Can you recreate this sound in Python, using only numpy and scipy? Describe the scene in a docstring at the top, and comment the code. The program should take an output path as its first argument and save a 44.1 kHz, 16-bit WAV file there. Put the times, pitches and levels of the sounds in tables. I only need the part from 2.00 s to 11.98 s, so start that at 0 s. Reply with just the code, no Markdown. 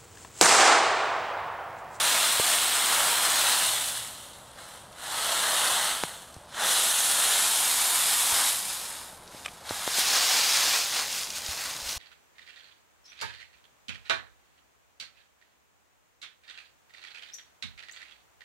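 """Dry leaves rustle loudly from the first moment: a small dog burrows through a pile on a lawn, in bursts.
It then comes out to the near edge, by the microphone. Thousands of tiny leaf fractures merge into the
rustle, whose colour follows the dog's place in the pile. Stems snap as short noise bands, light taps are
pushes of pressure, soft bumps are dying low swings, and the leash's catch clacks with short modes.
Shaped noise makes the distant traffic and the air's hiss; a wavering sine is a far engine's drone."""
import sys
import numpy as np
from scipy import signal
from scipy.fft import rfft, irfft
from scipy.io import wavfile
from scipy.ndimage import uniform_filter1d

SR = 44100
rng = np.random.default_rng(int(sys.argv[2]) if len(sys.argv) > 2 else 0)


def put_to_file(sound):
    """Save the sound as 16-bit audio at rate SR, in the file named by the first command-line argument."""
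    columns = np.atleast_2d(sound).T  # one column per channel
    safe = np.clip(columns, -1, 1)
    whole_steps = np.round(safe * 32767)
    wavfile.write(sys.argv[1], SR, whole_steps.astype(np.int16))


N = 440118
TIME = np.arange(N) / SR

# colour of the rustle at five places, from inside the pile to its near edge:
# [pitch_hz, relative_density_db (per Hz)]
PLUNGING = [(100, -25.2), (200, -16), (400, -13.5), (650, -3), (1300, -0.6), (2000, -2), (2400, -4.5),
            (3100, -0.5), (4200, 0.0), (4750, -6.5), (6900, -6), (8500, -0.6), (10000, -4.5), (11000, -7.4),
            (15600, -16)]
DEEP = [(100, -28), (200, -15), (400, -13), (650, -2.5), (1350, -0.5), (2050, -3), (2400, -10),
        (2950, -1.5), (4200, -1), (4800, -9), (7000, -7.0), (8600, -2), (10000, -5.5), (12000, -11.5),
        (15600, -22)]
BREAKING_OUT = [(120, -51), (200, -15.5), (288, -20), (321, -17), (438, -14), (814, -5), (995, -7.5),
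                (1460, -3.5), (2390, -9), (3190, -0.5), (4050, -0.5), (4770, -7.5), (9710, -1), (11200, -5),
                (15600, -21)]
ON_TOP = [(120, -49), (200, -20), (480, -15), (814, -3), (892, -3), (1570, -4), (2570, -6.5), (3830, -0.5),
          (4520, -4.5), (5130, -4.5), (5940, -6), (6870, -3.5), (9190, 0.5), (11900, -4.5), (15600, -19.5)]
NEAR = [(120, -50), (200, -23), (310, -14), (372, -19), (454, -11), (642, -9.5), (757, -5.5), (876, -7),
        (1150, -4.5), (2340, -4), (4280, -0.5), (9360, -4), (15600, -13.5)]
# the dog's way: [time_s, place (0 plunging, 1 deep, 2 breaking out, 3 on top, 4 near edge)]
WAY = [(1.4, 0), (2.2, 1), (4.4, 1), (4.75, 2), (5.3, 2), (5.8, 3), (7.85, 3), (8.1, 4)]
# bouts of digging and wading; crush is packed leaves, fizz is loose ones:
# [start_s, stop_s, crackle_level_db, rise_s, settling_db_per_s, crush_over_crackle_db, fizz_over_crackle_db]
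BOUTS = [(-0.3, 1.66, -28.5, .2, 37, -4.6, 0.7), (2.54, 2.774, -51, .06, 110, 0, -0.7),
         (2.88, 3.89, -30.4, .48, 65, -1.7, -0.7), (4.52, 6.48, -29, .21, 65, -5.9, 2.6),
         (6.51, 6.73, -37.3, .22, 47, -6.1, 1.3), (7.22, 7.46, -50.3, .16, 48, -4.5, -2.8),
         (7.6, 7.92, -38.5, .14, 64, -2.5, -1), (7.71, 8.71, -25.4, .47, 36, -8, -4.6),
         (8.98, 9.98, -40.9, .17, 40, -7.6, -3.6)]
# single lunges and paw steps:
# [peak_s, crackle_level_db, half_length_s (to 1/e of the power), crush_over_crackle_db, fizz_over_crackle_db]
STROKES = [(0.128, -30.3, 0.167, -1.5, -9.4), (0.527, -31.0, 0.069, -2.2, -0.2),
           (0.969, -36.0, 0.146, 5.1, -2.2), (1.299, -37.7, 0.148, 5.3, -4.8),
           (1.496, -31.5, 0.094, -4.2, -4.8), (1.9, -38.5, 0.107, -10.3, 3.7),
           (3.641, -33.3, 0.135, -1.2, 1.7), (4.627, -36.6, 0.044, 4.9, -7.7),
           (4.722, -31.1, 0.093, -3.7, -6.5), (5.318, -32.2, 0.147, -2.6, -1.5),
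           (6.377, -32.0, 0.06, -0.5, -6.5), (6.924, -44.2, 0.122, -2.3, 0.8),
           (7.99, -28.4, 0.028, -8.7, -0.7), (8.16, -29.6, 0.042, -4.2, -9.7),
           (8.335, -30.4, 0.102, -6.1, -7.2), (8.754, -32.2, 0.026, -1.5, -6.6),
           (8.981, -31.9, 0.048, -2.9, -4.0), (9.162, -35.9, 0.074, -10.5, -3.2),
           (9.369, -36.3, 0.015, -13.6, -4.4), (9.501, -36.8, 0.033, -7.4, -3.8),
           (9.645, -38.0, 0.076, -3.6, -3.2), (9.91, -37.3, 0.05, -9.1, -3.5)]
# the heap never quite rests: level_db of its crush, crackle and fizz between bouts
RESTING_DB = [-60.2, -60.3, -61]
# single leaves stand out at the thin rim of the pile: [time_s, extra_level_of_crisp_breaks_db]
THIN_RIM = [(8.8, 0.5), (9.15, 6.5)]
# distant traffic: [pitch_hz, relative_density_db (per Hz)]
TRAFFIC = [(15, -28), (25, -7), (48, -9.5), (68, 1), (95, -7.5), (170, -4.5), (280, -8.5), (420, -9.5),
           (570, -2), (950, -4.5), (1600, -11.5), (3000, -56)]
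# a far engine's drone: [time_s, level_db (rms)]
DRONE = [(1.2, -69), (1.7, -58), (2.3, -59), (3.2, -69), (5.0, -72)]
# light taps close at hand: [time_s, push_peak_db, half_width_s]
TAPS = [(0.3985, -18, 0.00034), (0.4004, -19.5, .00045), (4.037, -13, 0.0002), (4.3654, -34.5, 0.00029),
        (7.348, -37, 0.00056), (7.7097, -19.5, 0.00028), (7.8776, -18, 0.00027), (7.9855, -22.5, 0.00027)]
# single stems and stiff leaves snapping: [start_s, peak_db, pitch_hz]
SNAPS = [(2.588, -39, 1600), (2.921, -41, 8500), (2.927, -42, 3800), (4.342, -37, 6000), (6.602, -25, 7000),
         (7.277, -36, 4300), (7.449, -29, 2500), (7.487, -35, 2900), (7.6926, -23.5, 3500),
         (9.126, -19, 5000), (9.244, -26, 5000), (9.303, -22, 4500), (9.463, -20, 4500), (9.928, -23, 5000)]
# soft bumps of air and handling on the microphone: [start_s, level_db (of the swing before it decays), pitch_hz]
BUMPS = [(4.0381, -31, 150), (4.367, -38, 89), (6.325, -39, 85), (7.714, -36, 100), (9.488, -34, 75),
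         (9.824, -43, 60.6), (9.862, -40.5, 65), (9.965, -36, 60)]
# the leash's catch clacking: [start_s, peak_db, upper_edge_hz]
CLACKS = [(7.4586, -23, 4000), (7.461, -16, 8000), (7.4821, -26.5, 2400)]
# modes of the catch: [pitch_hz, relative_level_db, t60_s]
CATCH = [(780, -16, 0.02), (1240, -10, 0.031), (2020, -16, .014), (2430, 3, 0.012), (3060, -1, 0.0098),
         (5600, -1, .007), (8500, 2, .006)]

LAYER_LAG_S = .01  # in a bout, from crush to crackle and again from crackle to fizz
UNEVEN_DB, UNEVEN_HZ = .35, 18  # the pile gives way unevenly: rms swell of each layer and its speed
SNAP_DECAY_S = .0027
TRAFFIC_DB, DRONE_HZ = -52, 114.6
EDGE_HZ = 15750  # the recorder's upper limit


def amp(db):
    """Amplitude gain of a level in dB."""
    return 10 ** (np.asarray(db) / 20)


def evened(x):
    """Scales to rms 1."""
    return x / np.sqrt(np.mean(x ** 2) + 1e-20)


def follow(rows, t):
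    """The columns of a curve at the times t."""
    s, *columns = np.transpose(rows)
    return [np.interp(t, s, c) for c in columns]


def read(points, hz):
    """A spectrum in dB joined by straight lines over log frequency."""
    f, db = np.transpose(points)
    return np.interp(np.log(hz + 1), np.log(f + 1), db)


def add(mix, s, sound):
    """Mixes a sound in at s seconds."""
    part = mix[round(s * SR):][:len(sound)]
    part += sound[:len(part)]


def lowpass(x, hz):
    """A gentle two-pole roll-off."""
    return signal.sosfilt(signal.butter(2, min(hz, .45 * SR), fs=SR, output="sos"), x)


def bandpass(x, low_hz, high_hz, order=2):
    """Keeps the band between two edges."""
    edges = [low_hz, min(high_hz, .45 * SR)]
    return signal.sosfilt(signal.butter(order, edges, "bandpass", fs=SR, output="sos"), x)


def shaped_noise(gain):
    """Noise of rms 1 with the given amplitude gain at each frequency."""
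    return evened(irfft(rfft(rng.standard_normal(N)) * gain, N))


def wander(hz):
    """Smooth chance of rms 1; its movement fades out around hz times a second."""
    return shaped_noise(np.exp(-(np.fft.rfftfreq(N, 1 / SR) / hz) ** 2))


def bout(t, start, stop, rise_s, fall_db_per_s):
    """Gain of a bout: it swells, holds while the dog works, and dies away as the leaves settle."""
    swell = np.sin(np.pi / 2 * np.clip((t - start) / rise_s, 0, 1)) ** 2
    return swell * amp(-fall_db_per_s * np.maximum(t - stop, 0))


def thrashing(t):
    """Power of crush, crackle and fizz at the times t: resting heap, bouts, and a brief swell per stroke."""
    power = np.outer(amp(RESTING_DB) ** 2, np.ones(len(t)))
    # packed leaves give way first, then they crackle, and the thrown ones fizz last
    layer_t = np.array([t + LAYER_LAG_S, t, t - LAYER_LAG_S])
    for start, stop, db, rise_s, fall_db_per_s, crush_db, fizz_db in BOUTS:
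        levels = amp([[db + crush_db], [db], [db + fizz_db]])
        power += (levels * bout(layer_t, start, stop, rise_s, fall_db_per_s)) ** 2
    for s, db, half_s, crush_db, fizz_db in STROKES:
        levels = amp([[db + crush_db], [db], [db + fizz_db]])
        power += levels ** 2 * np.exp(-((t - s) / half_s) ** 2)
    return power


def fractures(per_s, spread_db, ring_s, count=40):
    """Clicks of uneven size, each ringing one of many leaves; every leaf has its own short, ragged response."""
    t, out = np.arange(512) / SR, np.zeros(N)
    at = np.flatnonzero(rng.random(N) < per_s / SR)
    sizes_db = spread_db * np.minimum(rng.exponential(1, N), 4)
    # denser breaks are each smaller
    sizes = amp(sizes_db) * rng.choice([-1, 1], N) / np.sqrt(per_s)
    leaf = rng.integers(0, count, N)
    for k, ring_factor in enumerate(np.geomspace(.3, 3, count)):
        ring = evened(rng.standard_normal(len(t)) * np.exp(-t / (ring_s * ring_factor)))
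        mine = at[leaf[at] == k]
        out += signal.oaconvolve(np.bincount(mine, sizes[mine], N), ring)[:N]
    return evened(out)


def pile_colour(hz, t, patchy_db=2.0, echo_db=.5, echo_s=0.000443):
    """Power gain, frequency by time, of the leaves that lie between dog and microphone."""
    place, = follow(WAY, t)
    colour_db = np.zeros((len(hz), len(t)))
    for k, points in enumerate([PLUNGING, DEEP, BREAKING_OUT, ON_TOP, NEAR]):
        nearness = np.maximum(1 - abs(place - k), 0)
        colour_db += np.outer(read(points, hz), nearness)
    # a very short echo combs the spectrum until the dog is out on top
    comb_db = -echo_db * np.cos(2 * np.pi * hz * echo_s) * np.exp(-(hz / 9000) ** 2)
    colour_db += np.outer(comb_db, np.clip(3 - place, 0, 1))
    # curled leaves and the gaps between them resonate briefly, each at its own pitch
    patches = uniform_filter1d(rng.standard_normal(colour_db.shape), size=2, axis=0)
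    patches = evened(uniform_filter1d(patches, size=14, axis=1))
    fewer_low = (hz / (hz + 400))[:, None]
    return amp(colour_db + patchy_db * patches * fewer_low) ** 2


def leaves(busy_per_s=22000, density_power=.4, crisp_per_s=300, crisp_db=-13, clump_db=0.39):
    """Harder thrashing breaks more leaves; the breaks come in small clumps as the pile gives way."""
    coarse = TIME[::256]
    effort = np.interp(TIME, coarse, np.sqrt(thrashing(coarse)[1]))
    busy = (effort / effort.max() + 1e-6) ** density_power
    rustle = fractures(busy_per_s * busy, spread_db=2.0, ring_s=0.00099)
    crisp = fractures(crisp_per_s * busy, spread_db=2.5, ring_s=0.00097)
    crisp_gain = amp(crisp_db + follow(THIN_RIM, TIME)[0])
    grains = evened((rustle + crisp_gain * crisp) * amp(clump_db * wander(55)))

    hz, t, z = signal.stft(grains, SR, nperseg=1024, noverlap=768)
    colour = pile_colour(hz, t)
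    # crush, crackle and fizz share the spectrum from low to high
    below_crackle, below_fizz = (1 / (1 + (hz[:, None] / edge_hz) ** 12) for edge_hz in (2200, 7000))
    shares = below_crackle, (below_fizz - below_crackle).clip(0), 1 - below_fizz
    power = np.zeros(colour.shape)
    for share, layer in zip(shares, thrashing(t)):
        part = colour * share
        swell = amp(UNEVEN_DB * np.interp(t, TIME, wander(UNEVEN_HZ))) ** 2
        power += layer * swell * part / part.mean(0)
    return signal.istft(z * np.sqrt(power), SR, nperseg=1024, noverlap=768)[1][:N]


def outdoors(hiss_db=-62, hiss_hz=5000):
    """Distance: traffic murmur and hiss of air are shaped noise; the drone is a sine of wavering pitch and level."""
    murmur = shaped_noise(amp(read(TRAFFIC, np.fft.rfftfreq(N, 1 / SR))))
    phase = 2 * np.pi * DRONE_HZ * TIME + 1.6 * wander(12)
    drone = evened((1 + 0.43 * wander(7.4)) * np.sin(phase)) * amp(follow(DRONE, TIME)[0])
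    hiss = evened(lowpass(rng.standard_normal(N), hiss_hz))
    return amp(TRAFFIC_DB + 0.3 * wander(5)) * murmur + drone + amp(hiss_db) * hiss


def taps(click_db=-4, click_s=.0006, click_hz=2400):
    """Each tap is one push and pull of pressure with a tiny click of contact, and no ring."""
    t, out = np.arange(-256, 256) / SR, np.zeros(N)
    for s, db, width in TAPS:
        push = -(t / width) / (1 + (t / width) ** 2 / 3) ** 3
        burst = rng.standard_normal(len(t)) * np.exp(-abs(t) / click_s)
        click = bandpass(burst, .5 * click_hz, 2 * click_hz, order=1)
        tap = push / push.max() + amp(click_db) * click / abs(click).max()
        add(out, s + t[0], amp(db) * tap)
    return out


def snaps():
    """A stem splinters in a few milliseconds, in a broad band round its own pitch."""
    t, out = np.arange(1536) / SR, np.zeros(N)
    for s, db, hz in SNAPS:
        burst = rng.standard_normal(len(t)) * np.exp(-t / SNAP_DECAY_S)
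        crack = bandpass(burst, 0.73 * hz, 1.46 * hz)
        add(out, s, amp(db) * crack / abs(crack).max())
    return out


def bumps(cycles=1.0):
    """A low swing at the microphone that dies within a cycle or two."""
    t, out = np.arange(4096) / SR, np.zeros(N)
    for s, db, hz in BUMPS:
        add(out, s, amp(db) * np.sin(2 * np.pi * hz * t) * np.exp(-hz * t / cycles))
    return out


def leash(crack_db=0.0, crack_s=0.0017, lowest_hz=600):
    """A crack and short plastic modes; softer blows reach fewer of them, and so small a part gives no bass."""
    t, out = np.arange(2048) / SR, np.zeros(N)
    ring = np.zeros(len(t))
    for hz, db, t60 in CATCH:
        ring += amp(db) * np.exp(-np.log(1000) * t / t60) * np.sin(2 * np.pi * hz * t)
    for s, db, edge_hz in CLACKS:
        crack = amp(crack_db) * rng.standard_normal(len(t)) * np.exp(-t / crack_s)
        clack = bandpass(ring + crack, lowest_hz, edge_hz)
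        add(out, s, amp(db) * clack / abs(clack).max())
    return out


def scene():
    """Everything reaches one microphone, heard alike in both ears."""
    mono = leaves() + outdoors() + taps() + snaps() + bumps() + leash()
    return np.tile(mono, (2, 1))


def record(dry):
    """The recorder's steep band limit."""
    limit = signal.firwin(511, EDGE_HZ, window=("kaiser", 9), fs=SR)
    return signal.oaconvolve(dry, limit[None], "same", axes=1)


dry = scene()
out = record(dry)
put_to_file(out)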